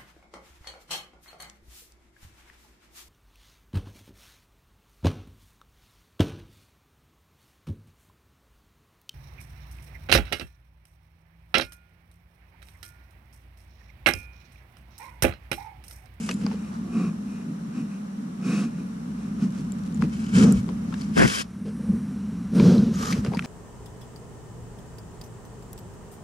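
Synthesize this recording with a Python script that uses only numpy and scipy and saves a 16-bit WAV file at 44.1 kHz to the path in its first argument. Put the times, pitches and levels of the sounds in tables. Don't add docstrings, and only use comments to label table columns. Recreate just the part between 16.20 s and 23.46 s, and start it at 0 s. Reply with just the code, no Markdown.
import sys
import numpy as np
from scipy import signal
from scipy.fft import rfft, irfft, next_fast_len
from scipy.io import wavfile
from scipy.ndimage import uniform_filter1d

SR = 44100
rng = np.random.default_rng(int(sys.argv[2]) if len(sys.argv) > 2 else 0)


def materialize(psi):
    bounded = np.clip(np.atleast_2d(psi).T, -1, 1)
    quanta = np.round(bounded * 32767).astype(np.int16)
    wavfile.write(sys.argv[1], SR, quanta)


N = 320166

# start in seconds, length in seconds, air in dB, hollow note in dB, drone in dB,
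# how squarely the nose faces the ports (0-1).
SNUFFS = [(.37, 0.14, -59, -74, -40, .1), (0.736, 0.15, -50, -42.5, -23.5, 0.2),
          (1.07, .16, -60.5, -65, -50, 0), (1.546, 0.076, -54.5, -55.5, -28.5, 0.2),
          (1.692, 0.086, -61, -64, -45, 0.16), (2.255, .19, -42.5, -45, -22.5, 0.37),
          (2.543, 0.09, -59.5, -70, -33.5, .02), (2.97, 0.13, -61, -73, -60, 0.5),
          (3.214, 0.039, -49.5, -51, -20, 0.9), (3.336, 0.085, -56, -70, -49, .95)]
# start in seconds, length in seconds, fall by 20 dB in seconds,
# air in dB, drone in dB, rumble in dB, all before each layer's trim.
SNORTS = [(4.158, 0.16, 0.096, -29, -11.5, -35.5), (6.357, 0.23, 0.3, -26.5, -13.5, -35)]
# press start in seconds, length in seconds,
# level in dB, growth along the press in dB, touch before it in seconds, touch after it in seconds, touch level in dB,
# barb flicks per second, lean of the treble to the left in dB.
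LICKS = [(0, 0.13, -45, -1, 0, 0.1, -55.5, 2800, 0.5),
         (4.154, 0.087, -29.5, 1.5, 0.23, 0.16, -46.5, 3300, 7.5),
         (4.781, 0.067, -48.5, 0, 0.12, .06, -58, 2900, 6),
         (4.976, 0.24, -28.5, -1.5, 0.019, .005, -50, 3000, 7),
         (6.741, 0.178, -34.5, 10.5, 0.0054, 0.086, -43, 1550, 2)]
# frequency in Hz, likeness of the ports (0-1),
# phase lead of the left in radians. First the tongue on the ports, then air from a little way off, then air close on.
TOUCH_IMAGE = [(300, 0.72, 3.5), (1290, 0.91, 2.5), (2880, 1, 1.1), (5300, 0.49, -1), (14000, 0.13, 1.5)]
SNUFF_IMAGE = [(300, 0.98, 0), (1200, 0.86, -0.12), (2630, 0.97, -1.2), (5230, 0.63, 0.77), (14000, .2, 0)]
SNORT_IMAGE = [(300, 1, -0.036), (800, 0.3, 0.2), (2000, 0.34, -1.1), (14000, 0.17, 0.17)]
# frequency in Hz, relative level in dB per Hz.
SALIVA_COLOUR = [(600, 2), (1300, 2), (2000, -0.5), (2800, 0), (3700, -7.5), (5000, -3), (6500, -9.5),
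                 (10000, -16)]

SNORT_RISE_S = 0.046
LICK_RISE_S, LICK_FALL_S = 0.031, 0.023
DRAG_S, DRAG_LENGTH_S = 4.968, 0.098


def from_db(db):
    return 10 ** (np.asarray(db) / 20)


def rms_one(x):
    return x / np.sqrt(np.mean(x ** 2) + 1e-20)


def peak_one(x):
    return x / (np.abs(x).max() + 1e-20)


def panned(db):
    return from_db(np.array([[.5], [-.5]]) * db)


def level(curve):
    return from_db(np.interp(np.arange(N) / SR, *np.transpose(curve)))


def swell(s, length_s, db, rise_s, fall_s, arch_db=0, growth_db=0):
    first = max(int((s - 2 * rise_s) * SR), 0)
    last = min(int((s + length_s + 2 * fall_s) * SR), N)
    at = np.arange(first, last)
    t, gain = at / SR - s, np.zeros(N)
    along = np.clip(t / length_s, 0, 1) - .5
    edges_db = 20 * (np.maximum(-t, 0) / rise_s + np.maximum(t - length_s, 0) / fall_s)
    gain[at] = from_db(db - edges_db - arch_db * (2 * along) ** 2 + growth_db * along)
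    return gain


def together(gains):
    return np.sqrt(sum(gain ** 2 for gain in gains))


def clumps(size, per_s, depth_db):
    knots = rng.standard_normal(int(size * per_s / SR) + 2)
    wander = np.interp(np.arange(size) * per_s / SR, np.arange(len(knots)), knots)
    return from_db(depth_db * wander)


def span(gain):
    block = SR // 4
    first, last = np.flatnonzero(gain)[[0, -1]] // block
    return first * block, gain[first * block:(last + 1) * block]


def add(out, start, sound):
    out[:, start:start + sound.shape[-1]] += sound[..., :max(N - start, 0)]


def at_bins(points, size, axis=1):
    table = np.array(points, float)
    bins_hz = np.arange(size // 2 + 1) * SR / size
    return np.interp(np.log(bins_hz + 1), np.log(table[:, 0]), table[:, axis])


def coloured(x, colour):
    size = next_fast_len(x.shape[-1])
    closed = [(colour[0][0] / 2, colour[0][1] - 30), *colour, (colour[-1][0] * 2, colour[-1][1] - 30)]
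    shaped = irfft(rfft(x, size) * from_db(at_bins(closed, size)), size)
    return rms_one(shaped[..., :x.shape[-1]])


def at_ports(three, image):
    size = next_fast_len(three.shape[-1])
    spectra = rfft(three, size)
    alike, lead = np.clip(at_bins(image, size), 0, 1), at_bins(image, size, axis=2)
    shared = spectra[0] * np.exp(1j * lead * np.array([[.5], [-.5]]))
    pair = np.sqrt(alike) * shared + np.sqrt(1 - alike) * spectra[1:]
    return irfft(pair, size)[:, :three.shape[-1]]


def resonant(x, peaks):
    for hz, width_hz, lift_db in peaks:
        r = np.exp(-np.pi * width_hz / SR)
        poles = [1, -2 * r * np.cos(2 * np.pi * hz / SR), r * r]
        peak = signal.lfilter([1, 0, -1], poles, x) * (1 - r * r) / 2
        x = x + (from_db(lift_db) - 1) * peak
    return x


def ring(x, hz, t60):
    r = from_db(-60 / (t60 * SR))
    return signal.lfilter([1, -1], [1, -2 * r * np.cos(2 * np.pi * hz / SR), r * r], x)


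def band(x, low_hz, high_hz):
    edges_hz = [low_hz, min(high_hz, SR / 2 - 1000)]
    return signal.sosfilt(signal.butter(2, edges_hz, "band", fs=SR, output="sos"), x)


def flicks(size, per_s, spread_db, channels=3):
    shape = (channels, size)
    strength = from_db(spread_db * np.minimum(rng.exponential(1, shape), 4)) * rng.choice([-1, 1], shape)
    return rms_one(strength * (rng.random(shape) < per_s / SR))


def held(x, seconds):
    size = max(int(seconds * SR), 2)
    power = uniform_filter1d(uniform_filter1d(x ** 2, size), size)
    return x / np.sqrt(power + 1e-9)


def housing(drive, colour, level_db, even_s, apart_db):
    out = np.zeros((2, N))
    start, gain = span(drive)
    noise = coloured(rng.standard_normal((2, len(gain))), colour)
    apart = from_db(apart_db) * noise[1] * [[1], [-1]]
    add(out, start, from_db(level_db) * gain * (held(noise[0], even_s) + apart))
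    return out


def air(flow, colour, image, peaks, level_db):
    out = np.zeros((2, N))
    start, gain = span(flow)
    noise = coloured(at_ports(rng.standard_normal((3, len(gain))), image), colour)
    add(out, start, from_db(level_db) * gain * rms_one(resonant(noise, peaks)))
    return out


def grains(effort, colour, image, per_s, spread_db, level_db):
    out = np.zeros((2, N))
    start, gain = span(effort)
    releases = coloured(at_ports(flicks(len(gain), per_s, spread_db), image), colour)
    add(out, start, from_db(level_db) * gain * releases)
    return out


def outdoors():
    # frequency in Hz, relative level in dB per Hz.
    hiss_colour = [(150, 8), (330, 3.5), (500, 1.5), (900, -2.5), (1250, -2.5), (2000, -11), (3100, -16),
                   (4400, -18.5), (5200, -19), (5750, -13.5), (6400, -19), (10000, -21.5), (12000, -28.5),
                   (15000, -38)]
    # time in seconds, level in dB before the trim.
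    hiss_level = [(0, -46), (2, -47), (4.9, -44.5), (5.27, -48), (5.42, -49), (5.7, -45), (6.25, -45.5),
                  (7.26, -42.5)]
    # frequency in Hz, likeness of the ports (0-1), phase lead of the left in radians.
    hiss_image = [(300, .25, 5), (436, 0.65, -1.5), (650, 0.74, -3), (1180, 0.21, -2.5), (2700, 0.43, -1.6),
                  (14000, 0.072, 31)]
    return air(level(hiss_level), hiss_colour, hiss_image, [], level_db=0.5)


def body():
    # frequency in Hz, relative level in dB per Hz.
    drone_colour = [(70, -44), (105, -32), (140, -17), (172, -7), (202, -1), (232, -5.5), (270, -16.5),
                    (320, -26.5), (420, -40), (700, -52.5)]
    rumble_colour = [(22, -33), (32, -22), (45, -14.5), (65, -1.5), (90, -1.5), (135, 0), (250, -32)]
    # time in seconds, level in dB before the trim.
    drone_rest = [(0, -31), (1.9, -31), (3.05, -31.5), (3.7, -27.5), (4.95, -28), (5.15, -40),
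                  (5.34, -40.5), (5.46, -31.5), (6.1, -28), (7.26, -31)]
    # time in seconds, level in dB.
    rumble_rest = [(0, -47), (.7, -47), (1.95, -59), (3.2, -45.5), (4.7, -41), (5.25, -46.5), (6.25, -42.5),
                   (6.8, -37), (7.26, -41.5)]
    # start in seconds, length in seconds, drone in dB before the trim,
    # rumble in dB.
    shoves = [(0.227, 0.092, -26.5, -52), (3.794, 0.063, -19, -35), (4.352, .045, -36, -26.5),
              (4.972, 0.1, -23.5, -31), (5.689, 0.072, -22.5, -36.5), (6.917, 0.012, -22.5, -46),
              (6.993, 0.13, -28, -44)]
    wavers_per_s, waver_db = 13, 1.74
    lag_s, rise_s, fall_s = 0.014, 0.029, 0.06
    shove_rise_s, shove_fall_s = .035, 0.064

    drone = [level(drone_rest) * clumps(N, wavers_per_s, waver_db)]
    rumble = [level(rumble_rest)]
    for s, length, _, _, drone_db, _ in SNUFFS:
        drone.append(swell(s + lag_s, length, drone_db, rise_s, fall_s, growth_db=-2))
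    for s, length, fall, _, drone_db, rumble_db in SNORTS:
        drone.append(swell(s, length, drone_db, SNORT_RISE_S, fall, arch_db=0.5))
        rumble.append(swell(s, length, rumble_db, SNORT_RISE_S, fall, growth_db=-8))
    for s, length, drone_db, rumble_db in shoves:
        push = swell(s, length, 0, shove_rise_s, shove_fall_s)
        drone.append(from_db(drone_db) * push)
        rumble.append(from_db(rumble_db) * push)
    return (housing(together(drone), drone_colour, level_db=-1.5, even_s=0.037, apart_db=-23.0)
            + housing(together(rumble), rumble_colour, level_db=0.0, even_s=0.014, apart_db=-22))


def bumps(soft_s=0.0057):
    # start in seconds, peak of the envelope in dB before the band-pass, frequency in Hz, t60 in seconds.
    knocks = [(.143, -17, 210, 0.044), (0.244, -11.5, 214, 0.043), (.312, -21.5, 201, 0.067),
              (0.765, -22, 197, 0.14), (3.435, -26, 210, .06), (3.788, -15, 210.4, 0.14),
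              (3.836, -24, 150, 0.026), (4.368, -22, 90, 0.064), (5.04, -14.5, 131, 0.052),
              (5.695, -13, 197, 0.098), (6.425, -15, 134, 0.043), (6.477, -4, 170, 0.022),
              (6.585, -13.5, 155, 0.018), (6.927, -12, 190, 0.073), (6.985, -15.5, 111, 0.021),
              (7.079, -14.5, 132, 0.033), (7.168, -13.5, 204, 0.039)]
    out, t = np.zeros((2, N)), np.arange(SR // 5) / SR
    for s, db, hz, t60 in knocks:
        envelope = (1 - np.exp(-(t / soft_s) ** 2)) * from_db(-60 * t / t60)
        add(out, int(s * SR), from_db(db) * envelope / envelope.max() * np.sin(2 * np.pi * hz * t))
    return band(out, low_hz=76.6, high_hz=2000)


def nose():
    # frequency in Hz, relative level in dB per Hz.
    snuff_colour = [(200, -31), (330, 0), (480, 4), (600, -17), (900, -23.5), (1400, -2.5), (1900, -13),
                    (2800, -6), (3300, -30), (4500, -16.5), (7500, -14.5), (10000, -18), (14000, -41)]
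    square_colour = [(330, 7), (480, 4), (750, -13), (1400, -3.5), (2400, -11), (3100, -9.5), (3800, -12.5),
                     (5600, -8.5), (9500, -18), (14000, -38)]
    hollow_colour = [(300, 11), (380, 6), (600, -17.5), (700, -3), (900, -25), (1110, 1.5), (1400, -14),
                     (1800, -25)]
    buffet_colour = [(90, -14), (135, 5), (165, 3), (220, -22.5), (500, -65)]
    snort_colours = [
        [(200, -10), (320, -2), (470, 5), (600, -11), (880, -14.5), (1300, -11), (2300, -26), (3600, -30),
         (4700, -32), (5700, -19.5), (8000, -31), (11000, -42), (14000, -57)],
        [(160, -34), (280, -14), (294, -13), (359, 1.5), (404, -6.5), (439, -1.5), (722, -20.5), (1290, -22.5),
         (1450, -20.5), (1890, -31.5), (3810, -29), (5770, -29.5), (7400, -38), (12600, -48.5), (14900, -64)],
    ]
    # frequency in Hz, width in Hz, lift in dB.
    nostrils = [(760, 81, 17), (1125, 130, 9.5), (2490, 180, 11.5), (3800, 120, 16.5), (5600, 290, 7)]
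    rise_s, fall_s, arch_db = 0.058, 0.057, 4.5
    hollow_rise_s, hollow_fall_s = 0.2, 0.084

    past, square, slack = [], [], []
    for s, length, db, hollow_db, _, facing in SNUFFS:
        flow = swell(s, length, db, rise_s, fall_s, arch_db)
        facing = np.clip(facing, .01, .99)
        past.append(flow * np.sqrt(1 - facing))
        square.append(flow * np.sqrt(facing))
        slack.append(swell(s, length, hollow_db, hollow_rise_s, hollow_fall_s, arch_db=5))
    out = (air(together(past), snuff_colour, SNUFF_IMAGE, nostrils, level_db=6.0)
           + air(together(square), square_colour, SNUFF_IMAGE, [], level_db=5.5)
           + air(together(slack), hollow_colour, SNUFF_IMAGE, [], level_db=6.5))
    for (s, length, fall, db, drone_db, _), colour in zip(SNORTS, snort_colours):
        blast = swell(s, length, 0, SNORT_RISE_S, fall, arch_db=6.5)
        out += air(from_db(db) * blast, colour, SNORT_IMAGE, [], level_db=2)
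        out += housing(from_db(drone_db) * blast, buffet_colour, level_db=-11.5, even_s=0.017, apart_db=-20)
    return out


def coat():
    # frequency in Hz, relative level in dB per Hz.
    fur_colour = [(1500, 11), (3500, -18), (7000, -26), (8500, 3), (10000, 0), (11500, -11), (14000, -18)]
    whisker_colour = [(700, 1), (1200, 0), (1600, -5), (2400, -19), (6000, -17), (12000, -35)]
    # start in seconds, length in seconds, level in dB before the trim.
    fur_sweeps = [(5.455, 0.37, -60.5), (6.351, .045, -49.5)]
    edge_share = 0.77
    sweeps = together(swell(s, length, db, edge_share * length, edge_share * length, arch_db=2)
                      for s, length, db in fur_sweeps)
    graze = swell(0.538, length_s=0.017, db=-46, rise_s=0.063, fall_s=0.063)
    return (air(sweeps, fur_colour, SNUFF_IMAGE, [], level_db=1.5)
            + grains(graze, whisker_colour, TOUCH_IMAGE, per_s=2400, spread_db=1.0, level_db=0.5))


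def mouth():
    # frequency in Hz, relative level in dB per Hz.
    squelch_colour = [(220, -15), (330, -3.5), (470, 0.5), (650, -15.5), (1000, -20), (1600, -30)]
    # start in seconds, length in seconds, squelch in dB, saliva crackle in dB, both before the trims.
    mouthings = [(0, .015, -53, -62), (0.093, .012, -39.5, -42.5), (0.216, 0.13, -46, -49),
                 (3.818, 0.022, -37.5, -45), (4.487, .01, -40.5, -60), (5.464, .03, -43.5, -53),
                 (5.599, 0.17, -49, -72), (6.811, 0.16, -42.5, -42.5), (7.05, 0.023, -39.5, -43.5),
                 (7.129, 0.022, -34.5, -49), (7.25, .02, -43, -39)]
    rise_s, fall_s = 0.024, 0.039
    squelches, crackles = [], []
    for s, length, squelch_db, saliva_db in mouthings:
        move = swell(s, length, 0, rise_s, fall_s, arch_db=-2.5)
        squelches.append(move * from_db(squelch_db))
        crackles.append(move * from_db(saliva_db))
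    squelch, saliva = together(squelches), together(crackles)
    return (grains(squelch, squelch_colour, SNORT_IMAGE, per_s=700, spread_db=4.0, level_db=0.5)
            + grains(saliva, SALIVA_COLOUR, SNORT_IMAGE, per_s=76, spread_db=3.0, level_db=-10)
            + grains(saliva, SALIVA_COLOUR, SNORT_IMAGE, per_s=800, spread_db=3.0, level_db=-2.0))


def lips():
    # frequency in Hz, relative level in dB per Hz.
    lip_colour = [(1500, -4), (3000, 0), (7500, -1), (11000, -12), (14000, -18)]
    near = swell(3.3, length_s=1.2, db=-62, rise_s=0.092, fall_s=0.092)
    return grains(near, lip_colour, SNORT_IMAGE, per_s=14, spread_db=0.0, level_db=0)


def smacks(below=0.53, above=2.54, top_hz=10000, pops_per_s=7000, own_share=1.0):
    # start in seconds, bubble peak in dB before panning, bubble in Hz, ring t60 in seconds,
    # crackle t60 in seconds, crackle against the bubble in dB, left over right in dB.
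    wet_smacks = [(0.09, -28.5, 1220, 0.024, 0.02, 9.5, 3), (.091, -23.5, 5360, 0.0021, 0.012, -12, 0),
                  (0.092, -29.5, 2900, 0.036, .03, -10, -4), (0.1118, -23, 2540, 0.0083, 0.023, 2, -3),
                  (.14, -36.5, 7300, .01, 0.022, 3, 0), (0.265, -25, 1030, 0.0027, 0.015, -4, 5),
                  (0.2643, -28, 4900, .008, 0.0063, -15, 5), (.314, -31, 826, 0.0097, 0.037, 2, 1),
                  (3.521, -34, 7270, 0.0085, 0.0056, 2.5, 5), (3.7457, -37, 7150, 0.013, 0.0078, -9, 11),
                  (3.823, -20.5, 1510, .003, 0.009, -3, 5), (3.838, -35, 2420, 0.01, .01, -7, 3),
                  (4.065, -40, 3020, 0.014, 0.016, 3, 1), (4.3241, -17.5, 7700, .005, 0.005, -6, -2),
                  (4.49, -31.5, 970, .01, 0.019, 0, 8.5), (4.7248, -33.5, 1230, 0.0086, 0.058, 0, 3),
                  (4.74, -33.5, 1390, 0.0074, 0.028, 5, 7), (4.818, -32, 4350, 0.0057, 0.012, -5, 4),
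                  (6.3982, -25.5, 950, .012, 0.029, 6, 2), (6.58, -30.5, 4060, 0.022, .008, -7, 0),
                  (6.757, -33.5, 6800, .012, .02, -11, 6), (6.925, -29, 2300, 0.0083, 0.064, 10, 2),
                  (7.048, -30, 1700, 0.0061, 0.014, 7, 2), (7.063, -37, 1020, 0.0053, 0.011, 10.5, 6),
                  (7.118, -30, 734, 0.016, 0.042, -14, 5), (7.1357, -26.5, 870, 0.014, 0.017, -1, 9),
                  (7.1465, -30, 940, 0.031, 0.0099, -19, 19), (7.147, -31.5, 4680, .015, 0.036, -5, -2),
                  (7.171, -31, 2100, 0.003, 0.024, 2, 6), (7.188, -38, 2200, .0046, 0.017, 1, 1),
                  (7.193, -12, 2660, 0.0048, 0.0039, -11.5, 1), (7.192, -22.5, 1330, 0.012, 0.0034, -16, 1),
                  (7.197, -30, 1380, .007, 0.0082, 3, 3), (7.224, -30, 1860, 0.0045, 0.0089, -4, 12)]
    out, t = np.zeros((2, N)), np.arange(SR // 10) / SR
    for s, db, hz, ring_t60, crackle_t60, crackle_db, left_db in wet_smacks:
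        pops = flicks(len(t), pops_per_s, spread_db=2.0) * clumps(len(t), per_s=186, depth_db=2.5)
        pops[0, 0] += 3
        pops = (pops[0] + own_share * pops[1:]) * from_db(-60 * t / crackle_t60)
        crackle = peak_one(band(pops, min(hz * below, top_hz / 2), min(hz * above, top_hz)))
        bubble = peak_one(band(ring(pops, hz, ring_t60), hz * 0.54, hz * 1.48))
        add(out, int(s * SR), from_db(db) * panned(left_db) * (bubble + from_db(crackle_db) * crackle))
    return out


def licks(spread_db=2.0, film_db=-4, treble_hz=4000, grips_per_s=140, grip_db=3.0):
    # frequency in Hz, relative level in dB per Hz.
    lick_colours = [
        [(900, -9), (1300, 0), (2000, -11), (2800, -2), (3600, -9), (7300, 1.5), (10500, -5.5), (12000, -16),
         (14500, -30)],
        [(800, -3.5), (1400, 4.5), (2000, -7), (3000, -2), (3500, -8), (4700, -6.5), (7000, -4), (10300, -12),
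         (11700, -23), (14000, -29)],
        [(530, -33), (900, 2), (2530, -8), (3050, -4), (3430, -9), (5490, -1), (9200, -7), (14900, -39)],
        [(600, -29), (1100, 1), (1500, -1), (2300, -7.5), (3200, -1.5), (3800, -7.5), (5200, -2), (7500, -7),
         (10300, -9), (11500, -18), (13800, -22), (14800, -45)],
        [(410, -35), (700, -10), (989, -15), (1210, 4.5), (1690, -15), (1830, -10), (2130, -28), (2970, -18.5),
         (4830, -16), (6000, -10), (8920, -20.5), (13800, -25), (14900, -34)],
    ]
    # frequency in Hz, width in Hz, lift in dB.
    port_gap = [(1380, 88, -0.5), (1580, 45, 6.5), (2225, 68, 10.5), (2600, 98, 5.5), (3125, 48, 6),
                (5020, 140, 4.5), (6060, 90, -6)]
    for_treble = signal.butter(1, treble_hz, "high", fs=SR, output="sos")
    out = np.zeros((2, N))
    for stroke, colour in zip(LICKS, lick_colours):
        s, length, db, growth_db, before, after, touch_db, per_s, left_db = stroke
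        press = swell(s, length, db, LICK_RISE_S, LICK_FALL_S, arch_db=0.5, growth_db=growth_db)
        touch = swell(s - before, before + length + after, touch_db, LICK_RISE_S, LICK_FALL_S, growth_db=4.5)
        start, gain = span(together([press, touch]))
        barbs = flicks(len(gain), per_s, spread_db) * clumps(len(gain), grips_per_s, grip_db)
        film = from_db(film_db) * rng.standard_normal((3, len(gain)))
        rasp = resonant(coloured(at_ports(barbs + film, TOUCH_IMAGE), colour), port_gap)
        treble = signal.sosfilt(for_treble, rasp)
        add(out, start, gain * rms_one(rasp + (panned(left_db) - 1.5) * treble))
    return out


def snags():
    presses = together(swell(s, length, db, LICK_RISE_S, LICK_FALL_S, growth_db=growth_db)
                       for s, length, db, growth_db, *_ in LICKS)
    grit = grains(presses, SALIVA_COLOUR, TOUCH_IMAGE, per_s=260, spread_db=2.0, level_db=-12)
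    return band(grit, low_hz=1500, high_hz=6500) * panned(2.6)


def slips(count=12, step_t60=0.016, snap_t60=0.016, snap_low_hz=900, snap_high_hz=2400, left_db=3):
    jitter, arch_db = 0.251, 1.5
    low_hz, high_hz = 169, 507
    step_db, step_db_per_octave, snap_db = -1, -4, -13.5
    out, t = np.zeros((2, N)), np.arange(SR // 20) / SR
    for k, hz in enumerate(rng.permutation(np.geomspace(low_hz, high_hz, count))):
        along = (k + jitter * rng.uniform(-1.054, 1)) / count
        lag = np.array([[0], [1]]) * rng.uniform(1.0, 3.0)
        step = np.sin(2 * np.pi * hz * t - lag) * from_db(-60 * t / step_t60) * (1 - np.exp(-8 * hz * t))
        tear = at_ports(rng.standard_normal((3, len(t))), TOUCH_IMAGE) * from_db(-60 * t / snap_t60)
        snap = peak_one(band(band(tear, snap_low_hz, snap_high_hz), snap_low_hz / 2, snap_high_hz))
        this_step_db = step_db + step_db_per_octave * np.log2(hz / low_hz)
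        release = from_db(this_step_db) * step + from_db(snap_db) * snap
        arch = from_db(-arch_db * (2 * along - 1) ** 2)
        add(out, int((DRAG_S + along * DRAG_LENGTH_S) * SR), arch * panned(left_db) * release)
    return out


def drag():
    # frequency in Hz, relative level in dB per Hz.
    judder_colour = [(40, -28), (120, -3), (340, 4.5), (480, -1), (1000, -8), (1250, -13), (1600, -1),
                     (2100, -12), (2700, -17), (3600, -42), (7000, -42)]
    rise_s = 0.016
    grip = swell(DRAG_S, DRAG_LENGTH_S, -17, rise_s, fall_s=0.057, arch_db=15)
    slide = swell(DRAG_S, 0.242, -36.5, rise_s, LICK_FALL_S)
    judder = grains(together([grip, slide]), judder_colour, TOUCH_IMAGE, per_s=730, spread_db=-0.5, level_db=2.0)
    return judder * panned(2.2) + band(slips(), low_hz=90, high_hz=6000)


def scene():
    background = outdoors() + body() + bumps()
    muzzle = nose() + coat() + mouth() + lips() + smacks()
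    tongue = licks() + snags() + drag()
    return background + muzzle + tongue


def record(dry):
    # time in seconds, side level in dB.
    side_level = [(0, 0), (5.23, 0), (5.3, -9), (6.0, -45), (6.6, -56), (6.77, -3), (7.26, -3.5)]
    cutoff_hz = 14800
    mid, side = (dry[0] + dry[1]) / 2, (dry[0] - dry[1]) / 2
    pair = mid + level(side_level) * side * [[1], [-1]]
    rounded = pair / (1 + (pair / .9) ** 4) ** .25
    return signal.sosfilt(signal.ellip(10, .1, 90, cutoff_hz, fs=SR, output="sos"), rounded)


dry = scene()
out = record(dry)
materialize(out)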